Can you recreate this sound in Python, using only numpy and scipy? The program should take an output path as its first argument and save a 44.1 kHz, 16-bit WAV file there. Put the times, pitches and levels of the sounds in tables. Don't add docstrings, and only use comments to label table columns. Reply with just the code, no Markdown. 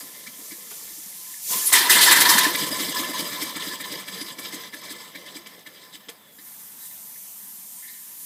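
import sys
import numpy as np
from scipy import signal
from scipy.io import wavfile
from scipy.ndimage import uniform_filter1d

SR = 44100
rng = np.random.default_rng(int(sys.argv[2]) if len(sys.argv) > 2 else 0)


def int16_out(signal):
    q = np.round(np.clip(np.atleast_2d(signal).T, -1, 1) * 32767)
    wavfile.write(sys.argv[1], SR, q.astype(np.int16))


def magnitude_from_level(level_db):
    exponent = np.asarray(level_db, float) / 20
    return 10 ** exponent


N = 363825

# time in seconds, puff in dB, thump in dB.
UPPER_CENTRES = [(2.461, -55, -20), (2.62, -22, -22), (2.799, -16, -23), (2.988, -17, -22.5),
                 (3.19, -18, -25.5), (3.418, -17.5, -25), (3.667, -23, -29), (3.916, -23.5, -30),
                 (4.209, -26, -28.5), (4.531, -23, -30), (4.904, -24.5, -32.5), (5.354, -27.5, -32.5),
                 (5.939, -31, -44)]
# time in seconds, puff in dB, thump in dB, dip while the ports are shut before it in dB.
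LOWER_CENTRES = [(2.546, -17, -31, -2.5), (2.703, -31, -25.5, 0), (2.882, -24, -26, 0.5),
                 (3.09, -47, -26, -1), (3.321, -30, -34, -2.5), (3.555, -25.5, -30, -4),
                 (3.8, -27.5, -35.5, -9), (4.075, -27.5, -42, -7), (4.382, -28, -35, -8),
                 (4.732, -32, -37, -8.5), (5.149, -33.5, -38, -5), (5.661, -34.5, -44, -7),
                 (6.383, -46, -46, -6)]
# time in seconds, puff in dB, dip before it in dB.
MIDWAY_PORTS = [(2.583, -16, -11), (2.679, -38, -4), (2.723, -39, -4.5), (2.91, -25, -2), (2.957, -21, -11),
                (3.038, -39, 1), (3.148, -22, -7), (3.258, -24, -3.5), (3.614, -25, -5.5),
                (3.722, -27.5, 0), (3.855, -44, -7), (4.132, -29, -4), (4.259, -31, -3.5),
                (4.444, -29.5, -0.5), (4.589, -31, 4), (4.829, -29, -4), (4.989, -32.5, 1),
                (5.253, -33.5, -1), (5.592, -46, -3), (5.811, -38.5, -3), (6.029, -52, 5)]
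# time in seconds, puff in dB, dip before it in dB.
VALVE_SNAPS = [
    (5.459, -30.5, -3.5),
    (6.084, -28.5, -4),
]


def exhaust(flow, jet):
    # start in seconds, peak in dB, low modes in dB, hold in seconds, decay in seconds.
    driven_chuffs = [(1.727, -2, -4, 0.028, 0.054), (1.894, 2, -5.5, 0.019, 0.052),
                     (1.949, -7.5, 0.5, .017, 0.052), (2.007, 0.5, -6.5, 0.031, 0.022),
                     (2.058, -4, 0, 0.026, 0.037), (2.107, 1, -2, 0.024, 0.013),
                     (2.155, -7, 2, 0.021, .018), (2.201, -1, -11, 0.021, 0.0096),
                     (2.25, -8, 2, 0.014, 0.019), (2.288, 0, -5.5, 0.012, 0.045),
                     (2.376, -1, -4, 0.015, 0.0057), (2.43, -9.5, -22, .017, 0.022)]
    # frequency in Hz, width in Hz, level in dB.
    driven_modes = [(976, 60, 4.5), (1760, 190, 6), (2040, 90, 4), (3150, 200, -4), (3650, 160, -1),
                    (4090, 170, -4), (4730, 300, -8.5), (5240, 120, -3), (6150, 60, -8)]
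    coasting_modes = [(1739, 110, 2), (2065, 74, 4.5), (2298, 59, 1.5), (3185, 564, -2.5), (4010, 88, -9),
                      (4874, 114, 3), (5204, 65, 1.5), (5450, 150, -5), (5900, 27, -1), (6430, 190, -6),
                      (7870, 720, -8)]
    # frequency in Hz, level in dB.
    blast_colour = [(180, -37), (300, -6.5), (534, -20.5), (1000, -9), (1480, -10), (1740, -6), (2490, -14),
                    (3970, -9), (8000, -17.5), (10400, -15.5), (17600, -120)]
    flow_colour = [(290, 15), (500, -10.5), (786, -20), (1040, 12.5), (1490, -13.5), (2030, 5.5),
                   (2680, -19.5), (3610, 3), (7000, -12), (9100, -33), (15400, -120)]
    jet_colour = [(3240, -44), (5500, -5), (8340, 2.5), (10800, 2.5), (12900, -5.5), (14700, 8),
                  (15500, -10)]
    # frequency in Hz, width in Hz, level in dB.
    mouth_modes = [(6250, 150, -3), (7700, 250, -3), (8450, 200, -2), (10150, 200, -4), (11350, 250, -3),
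                   (13000, 250, -3)]
    driven_from_s, driven_to_s = 1.7, 2.52
    bright_db, rise_s = 0.3, 0.0034
    jet_lag_s = 0.0046

    t = np.arange(N) / SR
    driven = np.clip(np.minimum(t - driven_from_s, driven_to_s - t) / 0.01, 0, 1)
    flow = flow * magnitude_from_level(-9 * np.clip((t - 6.5) / 0.87, 0, 1))
    chuffs = [(s, db, low_db, bright_db, decay, rise_s, hold) for s, db, low_db, hold, decay in driven_chuffs]
    hard = strokes(chuffs, crest_db=14.5)
    soft = strokes(puffs(), crest_db=11.0)

    blast = pipe(driven_modes, blast_colour, ring_db=-1.5, patchy_db=3.0, ticks_per_s=500, tick_db=-2.0)
    coast = pipe(coasting_modes, flow_colour, ring_db=0.0, patchy_db=3.5, ticks_per_s=200, tick_db=-0.5)
    out = blown(blast, flow * np.sqrt(driven), hard, lowest_hz=905)
    out += blown(coast, flow * np.sqrt(1 - driven), soft, lowest_hz=1430)

    jet_power = hard[2] + np.roll(soft[2], round(jet_lag_s * SR)) + jet ** 2
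    jet_hiss = hiss_through(coloured(jet_colour, patchy_db=2.0, rate=35.0), mouth_modes)
    return out + np.sqrt(jet_power) * jet_hiss


def puffs():
    # time in seconds, level in dB.
    creep_puffs = [
        (.004, -34.5),
        (0.265, -31.5),
        (.509, -35),
    ]
    usual_turn_s, upper_lead_s = 0.17, 0.013
    slow_dull_db = -8
    stretch = (np.gradient([row[0] for row in UPPER_CENTRES]) / usual_turn_s) ** 0.37
    out = []
    for (s, db, _), k in zip(UPPER_CENTRES, stretch):
        out.append((s - upper_lead_s * k, db, -6, slow_dull_db * (k - 1), 0.011, 0.011 * k, 0.024 * k))
    kinds = [(LOWER_CENTRES, (3.2, 0, 0.0041, 0.003, 0.012)),
             (MIDWAY_PORTS, (-4.5, -5.5, 0.041, 0.005, 0.014)),
             (VALVE_SNAPS + creep_puffs, (-1.1, -3, 0.01, 0.002, 0.012))]
    return out + [(*row[:2], *kind) for rows, kind in kinds for row in rows]


def strokes(rows, crest_db):
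    power = np.zeros((3, N))
    for s, peak_db, low_db, bright_db, decay, rise_s, hold in rows:
        at = round(s * SR)
        t = np.arange(min(SR // 2, N - at)) / SR
        opening = 1 - np.exp(-t / max(rise_s, .0005))
        bleeding = np.exp(-np.maximum(t - hold, 0) / max(decay, .003))
        gains = magnitude_from_level(peak_db - crest_db + np.array([[low_db], [0], [bright_db]]))
        power[:, at:at + len(t)] += (gains * opening * bleeding) ** 2
    return power


def pipe(modes, colour, ring_db, patchy_db, ticks_per_s, tick_db):
    struck = rng.random(N) < ticks_per_s / SR
    force = magnitude_from_level(1.5 * np.minimum(rng.exponential(1, N), 4))
    rattle = struck * force * rng.choice([-1, 1], N)
    drive = rng.standard_normal(N) + magnitude_from_level(tick_db) * rms_one(rattle)
    rings = np.zeros(N)
    for k, (hz, width, db) in enumerate(modes):
        mode = resonate(resonate(drive, hz, 1.45 * width), hz, 1.45 * width)
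        rings += (-1) ** k * magnitude_from_level(db + patchy_db * drift(25.5)) * mode
    return rms_one(magnitude_from_level(ring_db) * rms_one(rings) + coloured(colour, patchy_db=2.5, rate=26.0))


def blown(sound, steady, power, lowest_hz):
    low, high = cut(sound, 2600, "low"), cut(sound, 2600, "high")
    below, pair = cut(low, lowest_hz, "low"), cut(low, lowest_hz, "high")
    out = steady * magnitude_from_level(-12.5) * rms_one(below)
    out += np.sqrt(power[0] + (steady * magnitude_from_level(-4.5)) ** 2) * rms_one(pair)
    return out + np.sqrt(power[1] + (steady * magnitude_from_level(-2.5)) ** 2) * rms_one(high)


def port_gain():
    # time in seconds, depth in dB, half length in seconds.
    driven_laps = [
        (1.713, -21, 0.0067),
        (1.865, -4.5, 0.063),
    ]
    lower_s, midway_s = 0.023, 0.021
    t = np.arange(0, N + 20, 20) / SR
    dips = driven_laps + [(s - lower_s, db, 0.023) for s, _, _, db in LOWER_CENTRES]
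    dips = dips + [(s - midway_s, db, 0.0064) for s, _, db in MIDWAY_PORTS]
    dips = dips + [(s - lower_s, db, 0.023) for s, _, db in VALVE_SNAPS]
    gain_db = sum(db * np.exp(-((t - s) / half) ** 2) for s, db, half in dips)
    return np.interp(np.arange(N) / SR, t, magnitude_from_level(gain_db))


def crank_half_turns():
    centres = np.sort([row[0] for row in UPPER_CENTRES + LOWER_CENTRES])
    return np.interp(np.arange(N) / SR, centres, np.arange(len(centres)), left=-.5, right=-.5)


def stroke_gain(half_turns):
    # first half of the travel in dB, second half in dB.
    stroke_rings = [(3, -6), (2.5, 4.5), (1, 4), (-3, 6.5), (-5, -8), (-11, 11), (2, 6), (0, 10), (-2, 1),
                    (-12, 10), (-10, 1), (-1, 2), (-2, 7), (-3, 4), (-2, 1), (-1, 1), (1, 5), (0, 6),
                    (4, 7), (-5, 12), (6, 4), (-4, 5), (4, -11), (-17, 5.5), (2, 3)]
    return np.interp(2 * half_turns - .5, np.arange(2 * len(stroke_rings)), np.ravel(stroke_rings), left=0)


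def cylinder_ring():
    hz, width_hz = 1023.5, 12.8
    once = resonate(rng.standard_normal(N), hz, width_hz)
    return evened(resonate(once, hz, 6.1 * width_hz), window_s=0.016)


def thumps():
    # time in seconds, peak in dB,
    # pitch in Hz.
    further_thumps = [(0.029, -40.5, 265), (0.277, -43, 226), (.39, -43, 287), (0.519, -34.5, 303),
                      (.713, -55, 208), (0.906, -45, 305), (0.98, -41, 293), (1.061, -48, 192),
                      (1.502, -43, 202), (1.555, -38.5, 208), (1.902, -24, 350), (1.951, -29, 217),
                      (2.014, -31, 326), (2.094, -22, 321), (2.19, -26, 288), (2.289, -28, 293),
                      (2.35, -23, 228), (5.46, -53, 232), (6.077, -44.5, 280)]
    lag_s, rise_s, decay_s = 0.00384, 0.0047, 0.011
    out, t = np.zeros(N + SR), np.arange(SR // 5) / SR
    centres = [(row[0] + lag_s, row[2], 287.3) for row in UPPER_CENTRES]
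    centres += [(row[0] + lag_s, row[2], 280) for row in LOWER_CENTRES]
    bounces = [(s + .026, db - 9, hz * 1.1) for s, db, hz in centres]
    for s, peak_db, hz in further_thumps + centres + bounces:
        shape = (1 - np.exp(-t / rise_s)) * np.exp(-t / decay_s)
        turn = 2 * np.pi * hz * t * (1 + 2.5 * t)
        wave = np.sin(turn) + 0.27 * np.sin(1.2 * turn) * np.exp(-t / 0.025)
        wave += 0.36 * np.sin(2 * np.pi * 221 * t) * np.exp(-t / 0.034)
        wave += 0.04 * np.sin(2 * np.pi * 80 * t)
        out[round(s * SR):][:len(t)] += magnitude_from_level(peak_db + 4.5) * shape * wave
    return out[:N]


def ticks():
    # time in seconds, peak in dB.
    crosshead_ticks = [
        (.705, -30),
        (3.427, -20),
        (3.925, -23),
        (4.214, -21),
        (4.535, -30),
        (5.593, -38),
    ]
    out, t = np.zeros(N), np.arange(SR // 50) / SR
    for s, peak_db in crosshead_ticks:
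        contact = np.exp(-t / .003) * rng.standard_normal(len(t))
        out[round(s * SR):][:len(t)] += magnitude_from_level(peak_db - 4) * contact
    return cut(cut(out + 1e-18, 2500, "high", order=2), 10000, "low", order=2)


def knocks():
    # time in seconds, level in dB, scatter in seconds.
    slack_knocks = [
        (0.711, -37.5, 0.016),
        (1.502, -39, 0.12),
        (6.088, -39, 0.015),
    ]
    # frequency in Hz, level in dB, 60 dB decay time in seconds.
    linkage_modes = [(476, 1, 0.03), (700, -2, 0.025), (856, -3, 0.025), (1150, -2, .018), (1420, -5, 0.02),
                     (2390, -3, 0.012), (3220, -6, 0.012), (4700, -8, .025)]
    contact, t = np.zeros(N), np.arange(SR // 5) / SR
    for s, level_db, scatter in slack_knocks:
        contact[round(s * SR):][:len(t)] += magnitude_from_level(level_db) * np.exp(-t / scatter) * rng.standard_normal(len(t))
    return sum(magnitude_from_level(db + 14.5) * resonate(contact + 1e-18, hz, 1.63 / t60) for hz, db, t60 in linkage_modes)


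def wheezes():
    # start in seconds, low pair in dB, high pair in dB, hold in seconds, decay in seconds.
    faint_wheezes = [(0.26, -42, -54, 0.0091, 0.0069), (0.506, -51, -55, 0.027, 0.026),
                     (0.862, -58, -70, .07, .02), (1.332, -46, -70, .012, 0.0071),
                     (4.081, -35, -50, 0.0079, .004), (4.729, -41, -54, 0.011, .01),
                     (5.147, -38.5, -45, .011, 0.0063), (5.661, -45, -59, 0.01, 0.016),
                     (6.382, -49.5, -53, 0.014, .008), (6.46, -59, -70, .02, .015),
                     (6.594, -62, -73, 0.025, .015), (6.80, -59, -55, .06, .02),
                     (6.9, -56, -55, .015, .012), (7.155, -53.5, -68, 0.013, 0.0091),
                     (7.823, -49, -66, 0.038, .006), (7.875, -49.5, -52, .025, 0.022),
                     (7.925, -57, -64, .02, 0.085)]
    # frequency in Hz, width in Hz.
    low_pair = [(1800, 110), (2060, 90)]
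    high_pair = [(3900, 400), (4900, 110)]
    level, t = np.zeros((2, N)), np.arange(SR // 4) / SR
    for s, low_db, high_db, hold, decay in faint_wheezes:
        shape = (1 - np.exp(-t / 0.0028)) * np.exp(-np.maximum(t - hold, 0) / decay)
        level[:, round(s * SR):][:, :len(t)] += magnitude_from_level(np.array([[low_db], [high_db]])) * shape
    white = rng.standard_normal(N)
    pairs = []
    for modes in (low_pair, high_pair):
        rings = sum(resonate(resonate(white, hz, w), hz, 2 * w) for hz, w in modes)
        pairs.append(evened(rings, window_s=0.0057))
    return np.sum(level * pairs, axis=0)


def squeaks():
    lift = whistle(1.676, .017, -19, from_hz=11300, to_hz=9300, breath_hz=600, tone=1.1, bend=1.5)
    creak = whistle(6.28, .09, -60, from_hz=3680, to_hz=3350, breath_hz=70, tone=1.3, bend=.45)
    chirp = whistle(7.93, .035, -61, from_hz=3850, to_hz=4080, breath_hz=90, tone=1, bend=1)
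    return lift + creak + chirp


def whistle(s, half, level_db, from_hz, to_hz, breath_hz, tone, bend):
    u = (np.arange(N) / SR - s) / half
    hz = from_hz + (to_hz - from_hz) * np.clip((u + 1) / 2, 0, 1.3) ** bend
    breath = rms_one(cut(rng.standard_normal(N), breath_hz, "low", order=2))
    return magnitude_from_level(level_db) * np.exp(-u ** 2) * (tone + breath) * np.sin(2 * np.pi * np.cumsum(hz) / SR)


def wall(x):
    # delay in seconds, level in dB.
    wall_echoes = [(.0045, -16), (.011, -14.5), (.023, -16)]
    dull = signal.lfilter([.5], [1, -.5], x)
    return x + sum(magnitude_from_level(db) * np.pad(dull, (round(s * SR), 0))[:N] for s, db in wall_echoes)


def valve_leak():
    # time in seconds, level in dB.
    early_leak = [(0.0, -43.5), (.1, -47), (.35, -46), (.522, -42), (.6, -45), (.69, -44.5), (.71, -41.5),
                  (.8, -42), (1.0, -43), (1.408, -41.5), (1.518, -28), (1.65, -30), (1.672, -25),
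                  (1.7, -31), (1.72, -30)]
    late_leak = [(6.2, -86), (6.32, -54), (6.46, -42.5), (6.77, -42), (6.86, -37), (6.91, -40),
                 (8.17, -40.5), (8.25, -37)]
    # frequency in Hz, level in dB.
    early_colour = [(1470, -48), (2500, -10.5), (3050, -12.5), (4010, -6), (5970, -1.5), (14100, 0),
                    (15500, -4)]
    late_colour = [(1470, -52), (2500, -16.5), (3160, -12), (5930, -3.5), (11000, 2), (14100, 4),
                   (15300, -7)]
    # frequency in Hz, width in Hz, level in dB.
    valve_modes = [(6170, 200, -7), (7200, 300, -7), (8550, 350, -4), (9890, 300, -7), (11300, 400, -5),
                   (12800, 250, -6), (13700, 250, -8)]
    hiss = magnitude_from_level(4.5) * in_time(early_leak)[0] * coloured(early_colour, patchy_db=0.65, rate=17)
    hiss = hiss + in_time(late_leak)[0] * coloured(late_colour, patchy_db=0.5, rate=25)
    return np.sqrt(np.mean(hiss ** 2)) * hiss_through(hiss, valve_modes)


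def frame_rumble(pause):
    # time in seconds, level in dB.
    wheel_shake = [(0.0, -53), (1.0, -60), (1.4, -71), (1.54, -47.5), (1.7, -55), (1.9, -37.5),
                   (2.5, -36.5), (5.8, -56), (6.25, -63.5), (8.25, -74)]
    # frequency in Hz, level in dB.
    rumble_colour = [(24, -72), (40, -40.5), (199, -2), (241, -7), (300, -7), (371, -14.5), (455, -4),
                     (560, -6), (700, -11), (910, -36), (1540, -120)]
    calm_db = -1.5 * (1 - pause)
    return in_time(wheel_shake)[0] * magnitude_from_level(calm_db) * coloured(rumble_colour, patchy_db=2.5, rate=9.3)


def quiet_yard():
    # frequency in Hz, level in dB.
    yard_colour = [(24, -82), (40, -37.5), (200, -3), (500, -25), (570, -15), (963, -9.5), (1180, -15.5),
                   (1250, -14), (3500, -15.5), (4550, -51), (7700, -120)]
    return magnitude_from_level(-58.5) * coloured(yard_colour, patchy_db=2.5, rate=4.0)


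def hiss_through(x, modes):
    return rms_one(x + sum(magnitude_from_level(db + 4 * drift(3.0)) * resonate(x, hz, w) for hz, w, db in modes))


def coloured(spectrum, patchy_db, rate):
    hz, level = np.transpose(spectrum)
    bands = round(3 * np.log2(hz[-1] / hz[0])) + 1
    edges = np.geomspace(hz[0], min(hz[-1], .45 * SR), bands + 1)
    white, together, out = rng.standard_normal((2, N)), drift(rate), 0
    for k, (low, high) in enumerate(zip(edges, edges[1:])):
        band = cut(white[k % 2], [low, high], "band", order=2)
        centre_db = np.interp(np.log(low * high) / 2, np.log(hz), level)
        out = out + band * magnitude_from_level(centre_db + patchy_db * (0.33 * together + drift(rate)))
    return rms_one(out)


def drift(rate):
    r = np.exp(-80 * np.pi * rate / SR)
    white = rng.standard_normal(N // 40 + 2002)
    slow = signal.lfilter([1], [1, -2 * r, r * r], white)[2000:]
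    return np.interp(np.arange(N) / 40, np.arange(len(slow)), rms_one(slow))


def resonate(x, hz, width_hz):
    r = np.exp(-np.pi * width_hz / SR)
    poles = [1, -2 * r * np.cos(2 * np.pi * hz / SR), r * r]
    return signal.lfilter(np.array([1, 0, -1]) * (1 - r * r) / 2, poles, x)


def cut(x, hz, kind, order=4):
    return signal.sosfilt(signal.butter(order, hz, kind, fs=SR, output="sos"), x)


def evened(x, window_s):
    power = uniform_filter1d(x ** 2, round(window_s * SR))
    return rms_one(x / np.sqrt(power + .05 * np.mean(x ** 2)))


def rms_one(x):
    return x / np.sqrt(np.mean(x ** 2) + 1e-20)


def in_time(rows):
    s, *columns = np.transpose(rows)
    return [magnitude_from_level(np.interp(np.arange(N) / SR, s, c, left=-150, right=-150)) for c in columns]


def scene():
    # time in seconds, pipe flow in dB, share ringing the cylinder in dB.
    air_flow = [(0.0, -50.5, -2.5), (0.69, -52.5, -9), (1.05, -54.5, -25), (1.31, -52.5, 3.5),
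                (1.45, -58, -20), (1.54, -32.5, 4), (1.68, -43, -7), (1.72, -19, -8), (1.9, -20.5, -10),
                (2.3, -19.5, -14), (2.44, -22, 2), (2.6, -30, -2.5), (3.05, -32, -2.5), (3.9, -36.5, -3.5),
                (4.9, -44, -10), (5.9, -52.5, 0.5), (6.23, -59, -9), (8.25, -50.5, -13)]
    # time in seconds, level in dB.
    mouth_jet = [(1.716, -39), (1.73, -11), (1.77, -24.5), (1.96, -26.5), (2.17, -22.5), (2.27, -25.5),
                 (2.42, -30), (2.56, -31.5), (5.6, -55), (6.3, -60.5)]
    (flow, share), (jet,), shut = in_time(air_flow), in_time(mouth_jet), port_gain()
    half_turns = crank_half_turns()
    pause = np.cos(np.pi * half_turns) ** 2
    ring = flow * share * magnitude_from_level(-7 * pause + stroke_gain(half_turns))
    flow = flow * magnitude_from_level(-1.5 * pause)
    engine = exhaust(flow * shut, jet * shut) + magnitude_from_level(-4.0) * ring * shut * cylinder_ring()
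    engine += thumps() + ticks() + knocks() + wheezes() + squeaks()
    mono = wall(engine) + valve_leak() + shut * frame_rumble(pause) + quiet_yard()
    return np.array([mono, mono])


def roll_off(x):
    return signal.sosfilt(signal.butter(12, 15330, fs=SR, output="sos"), x)


def record(dry):
    throb = cut(dry ** 2, [18, 60], "band", order=2)
    self_noise = magnitude_from_level(-54) * rms_one(cut(rng.standard_normal(N), 11700, "high"))
    heard = cut(dry, 45, "high", order=2) + magnitude_from_level(-46) * throb + self_noise
    rounded = .72 * np.tanh(cut(heard, 15250, "low", order=16) / .72)
    return roll_off(rounded)


dry = scene()
out = record(dry)
int16_out(out)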